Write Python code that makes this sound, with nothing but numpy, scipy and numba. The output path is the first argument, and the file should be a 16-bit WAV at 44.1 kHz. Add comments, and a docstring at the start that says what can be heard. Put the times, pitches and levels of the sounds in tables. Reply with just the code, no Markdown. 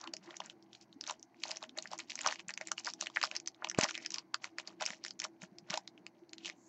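"""Sharp clicks over faint crackle, as two hands work a thin, stiff plastic wrapper around a card.
Each crease that snaps is a group of short damped rings in patches of film, with a short noise tail.
Filtered noise gives the rough scrapes and a thin late hiss; one seam pops with a push of air.
Fingers bump the desk now and then, as slow low rings, over a low fan drone of flickering noise bands.
A small microphone close by thins the bass, holds quiet treble down and cuts the top steeply."""
import sys
import numpy as np
from scipy import signal
from scipy.fft import rfft, irfft
from scipy.io import wavfile
from scipy.ndimage import uniform_filter1d, minimum_filter1d
from numba import njit

SR = 44100
rng = np.random.default_rng(int(sys.argv[2]) if len(sys.argv) > 2 else 0)


def materialize(psi):
    """Save the field psi as 16-bit PCM at rate SR to the path in sys.argv[1].

    A 1-D psi becomes a single channel; in a 2-D psi each row is a channel.
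    """
    bounded = np.clip(np.atleast_2d(psi).T, -1, 1)
    quanta = np.round(bounded * 32767).astype(np.int16)
    wavfile.write(sys.argv[1], SR, quanta)


N = 294588  # length [samples]
BRIGHT_HZ, DULL_HZ = (2500, 8000), (630, 2500)  # the film's two ranges of ringing


def undb(db):
    """Amplitude ratio of a level: ten to the power of decibels over twenty."""
    return 10 ** (np.asarray(db) / 20)


def level(x, db):
    """Scale to an rms level, the root of the mean power."""
    return x * undb(db) / np.sqrt(np.mean(x ** 2))


def band(x, lo_hz, hi_hz, order=2):
    """Butterworth band-pass: a passband without ripple."""
    return signal.sosfilt(signal.butter(order, [lo_hz, hi_hz], "bandpass", fs=SR, output="sos"), x)


def noise(n=N):
    """White noise: equal power at every frequency."""
    return rng.standard_normal(n)


def walk(rate):
    """Slow random modulation: values held 1 / rate s and smoothed twice, with a spread near 1."""
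    k = int(SR / rate)
    steps = np.repeat(noise(N // k + 1), k)
    return np.sqrt(2) * uniform_filter1d(uniform_filter1d(steps, k), k)[:N]


@njit
def rings(s, hz, tau, size, phase, n, sr):
    """Superposition of damped oscillations that swell smoothly for tau seconds and then die away."""
    out = np.zeros(n)
    for k in range(len(s)):
        first = int(s[k] * sr) + 1
        for i in range(max(first, 0), min(first + int(6 * tau[k] * sr), n)):
            t = i / sr - s[k]
            u = t / tau[k]
            envelope = u * u * np.exp(2 - 2 * u)  # reaches 1 at t = tau
            out[i] += size[k] * envelope * np.sin(2 * np.pi * hz[k] * t + phase[k])
    return out


def clicks(s, main_hz, lo_hz, hi_hz, db, cycles, least_s, count, rest_db, smear_s, lean=1):
    """Modal excitation: a snap rings one patch of film and, a hair apart, weaker ones over the band."""
    fall_db_oct = 8  # patches far from the main pitch ring less
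    faint_fall, faint_db = 0.45, -29.0  # more so per dB that a snap is fainter than this level
    chance = rng.random((len(s), count, 3))
    other = np.arange(count) > 0
    spread = lo_hz * (hi_hz / lo_hz) ** ((np.arange(count) - chance[..., 0]) / (count - 1))
    # a pitch of 0 means any pitch; lean above 1 favours low ones
    any_hz = lo_hz * (0.879 * hi_hz / lo_hz) ** chance[:, 0, 0] ** lean
    own = np.where(main_hz > 0, main_hz, any_hz)
    f = np.where(other, spread, own[:, None])
    start = s[:, None] + smear_s * chance[..., 1] * other
    fall = fall_db_oct + faint_fall * np.maximum(faint_db - db, 0)[:, None]
    octaves = np.abs(np.log2(f / own[:, None]))
    size = undb(db[:, None] + rest_db * other - fall * octaves)
    swell = least_s + cycles / f
    phase = 2 * np.pi * chance[..., 2]
    flat = (np.ravel(v) for v in (start, f, swell, size, phase))
    return rings(*flat, N, 1. 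* SR)


def snaps():
    """Impulsive release of strain: a crease rings a bright tick over a duller pop, or one patch alone."""
    # creases with two rings: (time [s], bright peak level [dB], bright ring [Hz],
    # dull peak level [dB], dull ring [Hz])
    double_creases = [(0.0138, -38.5, 5590, -55, 1100), (0.041, -37, 3800, -42, 960),
                      (0.307, -42, 3230, -52, 880), (0.4034, -30, 3360, -30, 970),
                      (1.0668, -35.5, 3670, -43, 2160), (1.0978, -30, 3700, -31, 1030),
                      (1.1097, -26.5, 6660, -29.5, 940), (1.4541, -45, 4180, -38.5, 826),
                      (1.5706, -34.0, 5660, -44.0, 2370), (1.6273, -33, 3880, -40.5, 1210),
                      (1.6387, -37, 3240, -46, 1230), (1.7761, -35.5, 6830, -38, 660),
                      (1.8743, -43.5, 4720, -52.0, 2200), (1.9159, -39, 5000, -40, 696),
                      (1.9334, -36.0, 5900, -32, 810), (1.9927, -35, 6360, -33, 2320),
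                      (2.0012, -36.5, 4440, -36, 2490), (2.0985, -35.5, 4780, -38, 2300),
                      (2.1049, -34.5, 3770, -39, 2460), (2.1193, -36, 3900, -36, 2330),
                      (2.1777, -47, 6010, -38, 2350), (2.1907, -33.5, 4900, -28.5, 2190),
                      (2.2338, -40, 6090, -52, 2490), (2.2623, -23.5, 5700, -18, 1180),
                      (2.2737, -23.5, 5570, -23.5, 910), (2.3112, -33, 4300, -36, 950),
                      (2.3248, -34.5, 5500, -26.5, 1800), (2.3579, -42.0, 4940, -37.5, 2290),
                      (2.3954, -34.5, 2830, -48, 2000), (2.4926, -35.5, 2520, -33.5, 1700),
                      (2.4977, -38, 7060, -33, 2350), (2.506, -34.0, 4930, -36, 1900),
                      (2.5762, -30.5, 6060, -27.5, 2400), (2.6126, -36, 6320, -30.5, 2050),
                      (2.6726, -31, 7200, -38, 2250), (2.6853, -35.5, 5820, -36.5, 1970),
                      (2.7173, -22, 5960, -24, 1265), (2.8822, -43, 5030, -32.5, 1060),
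                      (3.0244, -31.5, 3950, -32, 1190), (3.061, -34, 3330, -38, 2080),
                      (3.0698, -29, 3000, -33, 1890), (3.1005, -37.5, 3300, -41.5, 1100),
                      (3.2153, -23.5, 2790, -27, 1690), (3.2294, -24.5, 4900, -20.5, 2220),
                      (3.2378, -22.5, 4650, -19.5, 1220), (3.258, -39, 5200, -36.5, 1280),
                      (3.3139, -30, 2810, -39.5, 1530), (3.3532, -38, 4890, -34.5, 2180),
                      (3.3581, -34.5, 4400, -40, 1850), (3.4609, -38, 4780, -50, 2480),
                      (3.646, -23, 2870, -28.5, 984), (3.672, -35.5, 2770, -36.5, 1090),
                      (3.7143, -33.5, 6200, -34.5, 1700), (3.7474, -32, 2590, -28.5, 2440),
                      (3.788, -23, 6980, -18.5, 1200), (3.829, -45, 5230, -29, 1390),
                      (3.835, -24.5, 4760, -23.5, 2460), (3.8425, -21.5, 5560, -21.5, 1850),
                      (3.8881, -37, 4800, -30, 2400), (3.8925, -37, 5970, -30, 1530),
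                      (3.91, -34.5, 5770, -34.5, 1380), (3.9452, -39, 2650, -40, 2470),
                      (3.9526, -31.5, 3470, -32.5, 2360), (3.9777, -34.5, 5460, -31, 2140),
                      (4.0493, -36, 3130, -39, 2300), (4.1593, -35.5, 5000, -41.5, 1880),
                      (4.3439, -22.5, 4500, -23.5, 1316), (4.4432, -32, 4500, -26.5, 2120),
                      (4.453, -48, 6160, -43, 1030), (4.585, -28, 4470, -28, 1760),
                      (4.5983, -37.5, 2710, -39.5, 773), (4.81, -31, 4600, -33, 1270),
                      (4.8887, -42, 6140, -38, 2430), (4.905, -30.5, 5000, -29.5, 2040),
                      (4.9258, -43, 5100, -46, 2350), (5.0495, -32, 5100, -33, 1890),
                      (5.0635, -31.5, 4900, -35, 2040), (5.2185, -31, 6080, -32.5, 2000),
                      (5.2337, -33, 2630, -36.5, 1960), (5.2417, -28, 5330, -35.5, 2270),
                      (5.2503, -40.5, 5850, -31, 1245), (5.4193, -38, 6200, -40, 2370),
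                      (5.4372, -55, 5840, -41.5, 1610), (5.7016, -31, 3260, -42.5, 2080),
                      (5.7058, -28.5, 5500, -29, 2210), (5.7413, -26, 3800, -31, 890),
                      (5.7755, -24.5, 5040, -27.5, 860), (6.066, -34, 4840, -32.5, 2650),
                      (6.3332, -30.5, 4520, -36.5, 2460), (6.448, -35, 3100, -55, 2430),
                      (6.4578, -31, 3030, -67, 1980), (6.4678, -35, 3920, -52, 2120),
                      (6.479, -40, 3980, -36.5, 2180), (6.492, -39, 5170, -42, 2260),
                      (6.499, -34, 3460, -33, 2100)]
    # creases with one main ring: (time [s], peak level [dB], ring [Hz])
    single_creases = [(0.0751, -32.5, 3120), (0.076, -38.0, 1000), (0.137, -40.5, 650),
                      (0.1377, -25.5, 5040), (0.1673, -33, 5360), (0.3427, -40, 2040), (0.3685, -34, 6630),
                      (0.4186, -41.0, 1800), (0.4605, -40, 6860), (0.499, -35.5, 3270),
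                      (0.626, -48.0, 4760), (0.7312, -38.5, 3460), (0.751, -39.5, 3730),
                      (0.813, -44.5, 5020), (0.928, -44, 3850), (1.0113, -30, 5160), (1.0395, -32, 3800),
                      (1.0762, -32.5, 6230), (1.0892, -31.5, 4730), (1.196, -49, 5700),
                      (1.2285, -38.5, 6160), (1.345, -51.5, 2180), (1.4369, -21, 4060), (1.4816, -37, 6060),
                      (1.4937, -39, 3370), (1.5093, -31, 5150), (1.5149, -25, 4950), (1.561, -34, 4400),
                      (1.694, -37, 3530), (1.787, -24.5, 4200), (1.825, -34, 6400), (1.8569, -32, 1810),
                      (1.9795, -38.5, 6210), (1.9887, -33, 6600), (2.1556, -27, 6260), (2.21, -31, 2800),
                      (2.2146, -31, 6840), (2.246, -33.0, 2080), (2.2875, -27, 2500), (2.484, -30, 6940),
                      (2.5391, -31.5, 4900), (2.7803, -27, 2970), (2.8475, -30.5, 5900),
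                      (2.859, -31.5, 4690), (2.8685, -29.0, 4840), (2.8736, -24, 1520), (2.9013, -33, 5100),
                      (2.9369, -30, 5630), (3.0111, -22, 6000), (3.0378, -36, 4470), (3.162, -22, 2400),
                      (3.1711, -14.5, 1780), (3.2453, -26.5, 4720), (3.2532, -27.0, 4830),
                      (3.3652, -23.5, 5400), (3.3702, -36, 4760), (3.4008, -32, 6390),
                      (3.4751, -22.5, 5900), (3.4833, -34, 4550), (3.5463, -45, 3700), (3.6229, -32, 1390),
                      (3.6884, -35, 6000), (3.6984, -25.5, 5880), (3.776, -38.5, 2600),
                      (3.8113, -18.5, 2480), (3.8369, -21.5, 5690), (3.852, -31.5, 1080),
                      (4.062, -24.5, 5070), (4.1056, -29.5, 5600), (4.1203, -32.5, 5250),
                      (4.143, -22.5, 5620), (4.1843, -27, 4730), (4.192, -35.5, 4710),
                      (4.6752, -31.5, 4730), (4.823, -28, 6000), (4.8256, -30.5, 908), (4.8459, -41, 4340),
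                      (4.855, -30.5, 4880), (4.8627, -21, 5700), (4.934, -36.5, 2020),
                      (5.0403, -31.5, 5020), (5.0825, -35.5, 5400), (5.1083, -30.5, 4800),
                      (5.193, -33, 6320), (5.2008, -22.5, 5840), (5.2466, -28.5, 5420),
                      (5.5856, -38.5, 5120), (5.8768, -31.5, 4300), (5.9779, -44, 2900),
                      (6.294, -46.5, 4560), (6.3824, -38, 3880)]
    deep_hz = 2250  # single creases below this are dull pops
    tick_low_hz = 1092  # the faint side patches of a tick reach down to here
    s, bright_db, bright_hz, dull_db, dull_hz = np.transpose(double_creases)
    tick_s, tick_db, tick_hz = np.transpose(single_creases)
    s, tick_s = s - .0005, tick_s - .0005  # the swell begins just before the peak
    bright = clicks(s, bright_hz, *BRIGHT_HZ, bright_db, cycles=0.62, least_s=0.00025,
                    count=5, rest_db=-2.5, smear_s=0.00043)
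    dull = clicks(s, dull_hz, *DULL_HZ, dull_db, cycles=1.0, least_s=.0001,
                  count=3, rest_db=-11.0, smear_s=0.00083)
    deep = tick_hz < deep_hz
    ticks = clicks(tick_s[~deep], tick_hz[~deep], tick_low_hz, BRIGHT_HZ[1], tick_db[~deep],
                   cycles=0.68, least_s=0.00026, count=6, rest_db=-6.0, smear_s=0.000796)
    low = clicks(tick_s[deep], tick_hz[deep], *DULL_HZ, tick_db[deep],
                 cycles=0.9, least_s=.0001, count=3, rest_db=-16.0, smear_s=0.0008)
    return bright + ticks, dull + low


def crackle(per_s, lo_hz, hi_hz, scatter_db, cycles, lean=1):
    """Random superposition: faint clicks at random moments, a few louder than the rest; rms 1."""
    chance = rng.random((int(per_s * N / SR), 2))
    db = -scatter_db * np.log(np.maximum(chance[:, 1], .03))
    s = chance[:, 0] * N / SR
    grains = clicks(s, 0 * s, lo_hz, hi_hz, db, cycles, least_s=.0001,
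                    count=2, rest_db=-6.5, smear_s=0.000476, lean=lean)
    return level(grains, 0)


def swell_envelope(x, rise_s, fall_s):
    """Smoothed energy: a short swell that rises just ahead of each loud snap and falls after it."""
    t = np.arange(-.06, .06, 1 / SR)
    near = np.exp(-(t / np.where(t < 0, rise_s, fall_s)) ** 2)
    return np.sqrt(np.abs(signal.fftconvolve(x ** 2, near / near.sum(), "same")))


def bursts(s, length, db):
    """Incoherent addition: each burst swells to its middle and fades again; their powers add."""
    edge_db, shape = -7, 1.31  # level at the ends of the length, re the middle; how round the top is
    step = 32  # samples for which the envelope is held
    away = np.abs(np.arange(0, N, step) / SR - s[:, None]) / (length[:, None] / 2)
    power = undb(db[:, None] + edge_db * away ** shape) ** 2
    return np.repeat(np.sqrt(power.sum(axis=0)), step)[:N]


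def rub(hz):
    """Band-limited noise: a smooth hiss under the crackle, as of film on film."""
    return undb(-12) * level(band(noise(), *hz), 0)


def rustle(bright, dull):
    """Amplitude modulation: grainy noise shaped into short bursts and a short swell round each snap."""
    # short bursts of faint crackle, many of them tails of snaps:
    # (middle [s], length [s], bright level [dB], dull level [dB])
    faint_bursts = [(0.008, 0.14, -67, -60), (0.245, 0.042, -63, -59), (0.301, 0.051, -62, -54),
                    (0.353, 0.049, -63.5, -64.5), (0.452, 0.033, -59, -54), (0.504, 0.023, -59, -60.5),
                    (0.746, 0.051, -63, -80), (0.821, 0.017, -57, -73), (1.092, 0.059, -50.5, -52),
                    (1.482, 0.094, -51, -70), (1.503, 0.06, -61, -49), (1.57, 0.016, -58, -58),
                    (1.636, 0.029, -55.5, -52.5), (1.78, 0.023, -55.5, -48.5), (1.84, 0.074, -60.5, -70),
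                    (1.932, 0.031, -51.5, -48), (2.003, 0.015, -47, -51.5), (2.023, 0.03, -59, -65),
                    (2.115, 0.035, -51, -60), (2.19, 0.066, -56.5, -65), (2.276, 0.057, -42.5, -41),
                    (2.328, 0.041, -49.5, -69), (2.398, 0.016, -50.5, -57.5), (2.508, 0.019, -58, -53),
                    (2.62, 0.019, -56, -50), (2.675, 0.031, -55.5, -79), (2.792, 0.021, -45.5, -58.5),
                    (2.88, 0.039, -44, -49), (3.023, 0.033, -47.5, -54), (3.18, 0.071, -53, -60),
                    (3.253, 0.037, -45.5, -54.5), (3.345, 0.044, -54.5, -54), (3.648, 0.066, -67, -54.5),
                    (3.793, 0.012, -37, -32.5), (3.833, 0.045, -39.5, -34.5), (3.896, 0.024, -41, -65.5),
                    (3.949, 0.024, -48.5, -62), (4.027, 0.031, -56, -61.5), (4.151, 0.058, -51.5, -62.5),
                    (4.45, 0.038, -51.5, -52), (4.596, 0.02, -48, -52), (4.68, 0.066, -61.5, -59),
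                    (4.824, 0.02, -40, -36), (4.875, 0.06, -50, -52), (4.93, 0.045, -53.5, -59.5),
                    (5.067, 0.043, -53, -77), (5.244, 0.028, -50.5, -47), (5.433, 0.027, -53.5, -61),
                    (5.738, 0.048, -46.5, -42.5), (6.472, 0.05, -49.5, -59)]
    swell_power = 1.4  # the bright swell grows faster than its snap
    stray_db = -84  # rms level of the sparse, tiny ticks that the held film makes all the while
    s, length, bright_db, dull_db = np.transpose(faint_bursts)
    fine = crackle(1100, *BRIGHT_HZ, 4.5, .9) + rub(BRIGHT_HZ)
    coarse = crackle(500, *DULL_HZ, 4.5, 1.0, lean=1.2) + rub(DULL_HZ)
    bright_swell = undb(5.0) * swell_envelope(bright, rise_s=0.002, fall_s=0.0018) ** swell_power
    dull_swell = undb(-15) * swell_envelope(dull, rise_s=0.0038, fall_s=0.0017)
    fine = fine * (bursts(s, length, bright_db) + bright_swell)
    coarse = coarse * (bursts(s, length, dull_db) + dull_swell)
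    stray = crackle(40, *BRIGHT_HZ, 2.5, .5)
    return fine + undb(stray_db) * stray, coarse


def thin_film(x):
    """Inefficient radiation at low frequency: the thin film gives off little below the cutoff."""
    return signal.sosfilt(signal.butter(3, 520, "highpass", fs=SR, output="sos"), x)


def pop():
    """Volume displacement: the seam pops open and pushes air at the microphone in one direction."""
    middle_s, length_s, peak_db = 3.7881, 0.00098, -13  # peak before the return flow is taken off
    t = np.arange(N) / SR
    push = undb(peak_db) * np.exp(-(2 * (t - middle_s) / length_s) ** 4)
    return push - uniform_filter1d(uniform_filter1d(push, 220), 220)  # the air flows back round it


def hollow(struck):
    """Resonance: narrow modes ring on after the dull clicks and the pop."""
    # modes: (centre [Hz], width [Hz], gain [dB])
    modes = [(638.6, 31, 5.5), (785, 19, -8), (1140, 25, -14.5)]
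    return sum(undb(db) * band(struck, hz - w / 2, hz + w / 2, order=1) for hz, w, db in modes)


def scrapes():
    """Rough friction: as the card edge drags on the film, grainy noise rings one broad patch."""
    # drags: (middle [s], length [s], ring [Hz], level [dB])
    drags = [(0.045, 0.048, 1220, -54), (4.002, 0.071, 2100, -51), (4.173, 0.041, 1090, -48.5),
             (6.465, 0.055, 3000, -51)]
    wide = 1.2  # edges of the patch, as a ratio to its middle
    grit = level(noise() * undb(6.7 * walk(150)), 0)
    total = np.zeros(N)
    for s, length, hz, db in drags:
        patch = level(band(grit, hz / wide, hz * wide), 0)
        total += patch * bursts(*np.array([[s], [length], [db]], float))
    return total


def short_tail(x):
    """Convolution with decaying noise: a short noise tail after each click, cut off quickly."""
    tail_db, low_s, high_s = -16, 0.014, 0.013  # tail level re direct sound; decay times
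    t = np.arange(int(.12 * SR)) / SR
    rise = 1 - np.exp(-t / 0.00057)
    low = band(noise(len(t)), 300, 2500) * np.exp(-(t / low_s) ** 1.4)
    high = band(noise(len(t)), 2500, 9000) * np.exp(-(t / high_s) ** 1.4)
    tail = rise * (low + high)
    return x + undb(tail_db) * signal.fftconvolve(x, tail / np.linalg.norm(tail))[:N]


def swish():
    """Sliding friction as high band noise: a thin, wavering hiss as the card slides free near the end."""
    lo_hz, hi_hz, db = 6200, 7700, -73  # rms level before the waver and fade
    start_s = 6.56
    fade = np.interp(np.arange(N) / SR, [start_s - .02, start_s + .03], [0, 1])
    waver = undb(2 * walk(25))
    return fade * waver * level(band(noise(), lo_hz, hi_hz), db)


def bumps():
    """Structure-borne sound: soft finger bumps reach the microphone as low rings through the desk."""
    # bumps: (time [s], peak level [dB], ring [Hz], swell [s])
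    knocks = [(0.06, -49, 331, 0.021), (0.271, -50, 340, 0.013), (0.958, -48, 283, 0.0073),
              (2.265, -54.5, 166, 0.0055), (2.473, -54, 174, 0.0062), (3.8, -49, 248, 0.0063),
              (3.831, -34, 241, 0.003), (4.901, -50.5, 203, 0.0057), (5.426, -45.5, 185, 0.009),
              (5.515, -53, 197, 0.01), (5.621, -56, 178, 0.01), (5.7, -43, 183, 0.0064),
              (6.216, -52, 347, 0.011)]
    s, db, hz, swell = np.transpose(knocks).copy()
    return rings(s, hz, swell, undb(db), np.zeros(len(s)), N, 1. * SR)


def fan():
    """Broadband noise in flickering half-octave bands, a narrow housing resonance and motor hum."""
    # colour of the drone: (frequency [Hz], relative level per hertz [dB])
    colour = [(40, -9.5), (85, -23), (195, -1), (250, -3), (420, -15.5), (530, -21), (640, -7.5),
              (900, -11), (1300, -23.5), (2000, -21.5), (3000, -35), (4700, -24), (7300, -27), (9000, -37)]
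    drone_db, flicker_hz = -66.5, 350  # rms level; above this frequency the drone is ever steadier
    tone_hz, tone_width_hz, tone_db = 333, 15, -65  # housing resonance
    hum_hz, hum_db = 120, -83.5
    hz, db = np.transpose(colour)
    f = np.maximum(np.arange(N // 2 + 1) * SR / N, 1)
    drone = irfft(rfft(noise()) * undb(np.interp(np.log(f), np.log(hz), db)), N)
    edges = 40 * 2 ** np.arange(0, 8.5, .5)
    flickering = np.zeros(N)
    for lo, hi in zip(edges, edges[1:]):
        flicker = undb(2.0 * min(1, flicker_hz / lo) * walk(14))
        flickering += flicker * band(drone, lo, hi)
    tone = band(noise(), tone_hz - tone_width_hz / 2, tone_hz + tone_width_hz / 2, order=1)
    hum = level(np.sin(2 * np.pi * hum_hz * np.arange(N) / SR), hum_db)
    return level(flickering, drone_db) + level(undb(2.6 * walk(12)) * tone, tone_db) + hum


def scene():
    """Linear superposition: film sounds with their short tails, then the sounds without a tail."""
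    loud = snaps()
    bright, dull = np.add(loud, rustle(*loud))
    push = pop()
    struck = dull + undb(-20) * push  # a little of the push rings the hollow
    wrapper = short_tail(thin_film(bright + dull) + hollow(struck) + scrapes())
    return (wrapper + swish() + bumps() + push + fan())[None]


def treble_suppressor(x, split_hz, open_db, depth_db, hold_s):
    """Downward expansion of the treble: held down until it rises past a level, then let through."""
    low = signal.sosfiltfilt(signal.butter(2, split_hz, fs=SR, output="sos"), x)
    treble = x - low
    loud = np.sqrt(np.abs(uniform_filter1d(treble ** 2, 128)))
    hold = int(hold_s * SR) // 2 * 2 + 1
    held = -minimum_filter1d(-loud, hold, origin=hold // 3)  # mostly after the sound, a little before
    gain = np.clip((held / undb(open_db)) ** 2, undb(depth_db), 1)
    return low + uniform_filter1d(gain, 200) * treble


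def quiet_expander(x, top_db, ratio, average_s):
    """Slight downward expansion: a ratio below 1 lowers sound under the top level, none above it."""
    keep = np.exp(-1 / (average_s * SR))
    power = signal.lfilter([1 - keep], [1, -keep], x ** 2)
    return x * np.minimum(1, (undb(top_db) ** 2 / (power + 1e-12)) ** ((1 - 1 / ratio) / 2))


def record(dry):
    """Transducer response: thinned bass, coloured treble, expansion, a steep top cut and faint hiss."""
    # colour of the capsule: (frequency [Hz], gain [dB])
    capsule = [(2500, 0), (3500, -3.5), (5500, 1), (7000, 2), (8200, 2.5)]
    top_hz = 7700
    f = np.arange(N // 2 + 1) * SR / N
    bass = 1 / np.sqrt(1 + (84 / (f + 1)) ** 6)
    hz, db = np.transpose(capsule)
    x = irfft(rfft(dry) * bass * undb(np.interp(f, hz, db)), N)
    x = treble_suppressor(x, split_hz=4360, open_db=-65.5, depth_db=-20.0, hold_s=0.021)
    x = quiet_expander(x, top_db=-40.5, ratio=0.97, average_s=0.005)
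    # the stopband, 45 dB down, begins a little above the top
    x = signal.sosfilt(signal.cheby2(10, 45, 1.13 * top_hz, fs=SR, output="sos"), x)
    hiss = undb(-93.0) * noise(x.shape)
    return signal.sosfilt(signal.ellip(8, .2, 30, 15800, fs=SR, output="sos"), x + hiss)


dry = scene()
out = record(dry)
materialize(out)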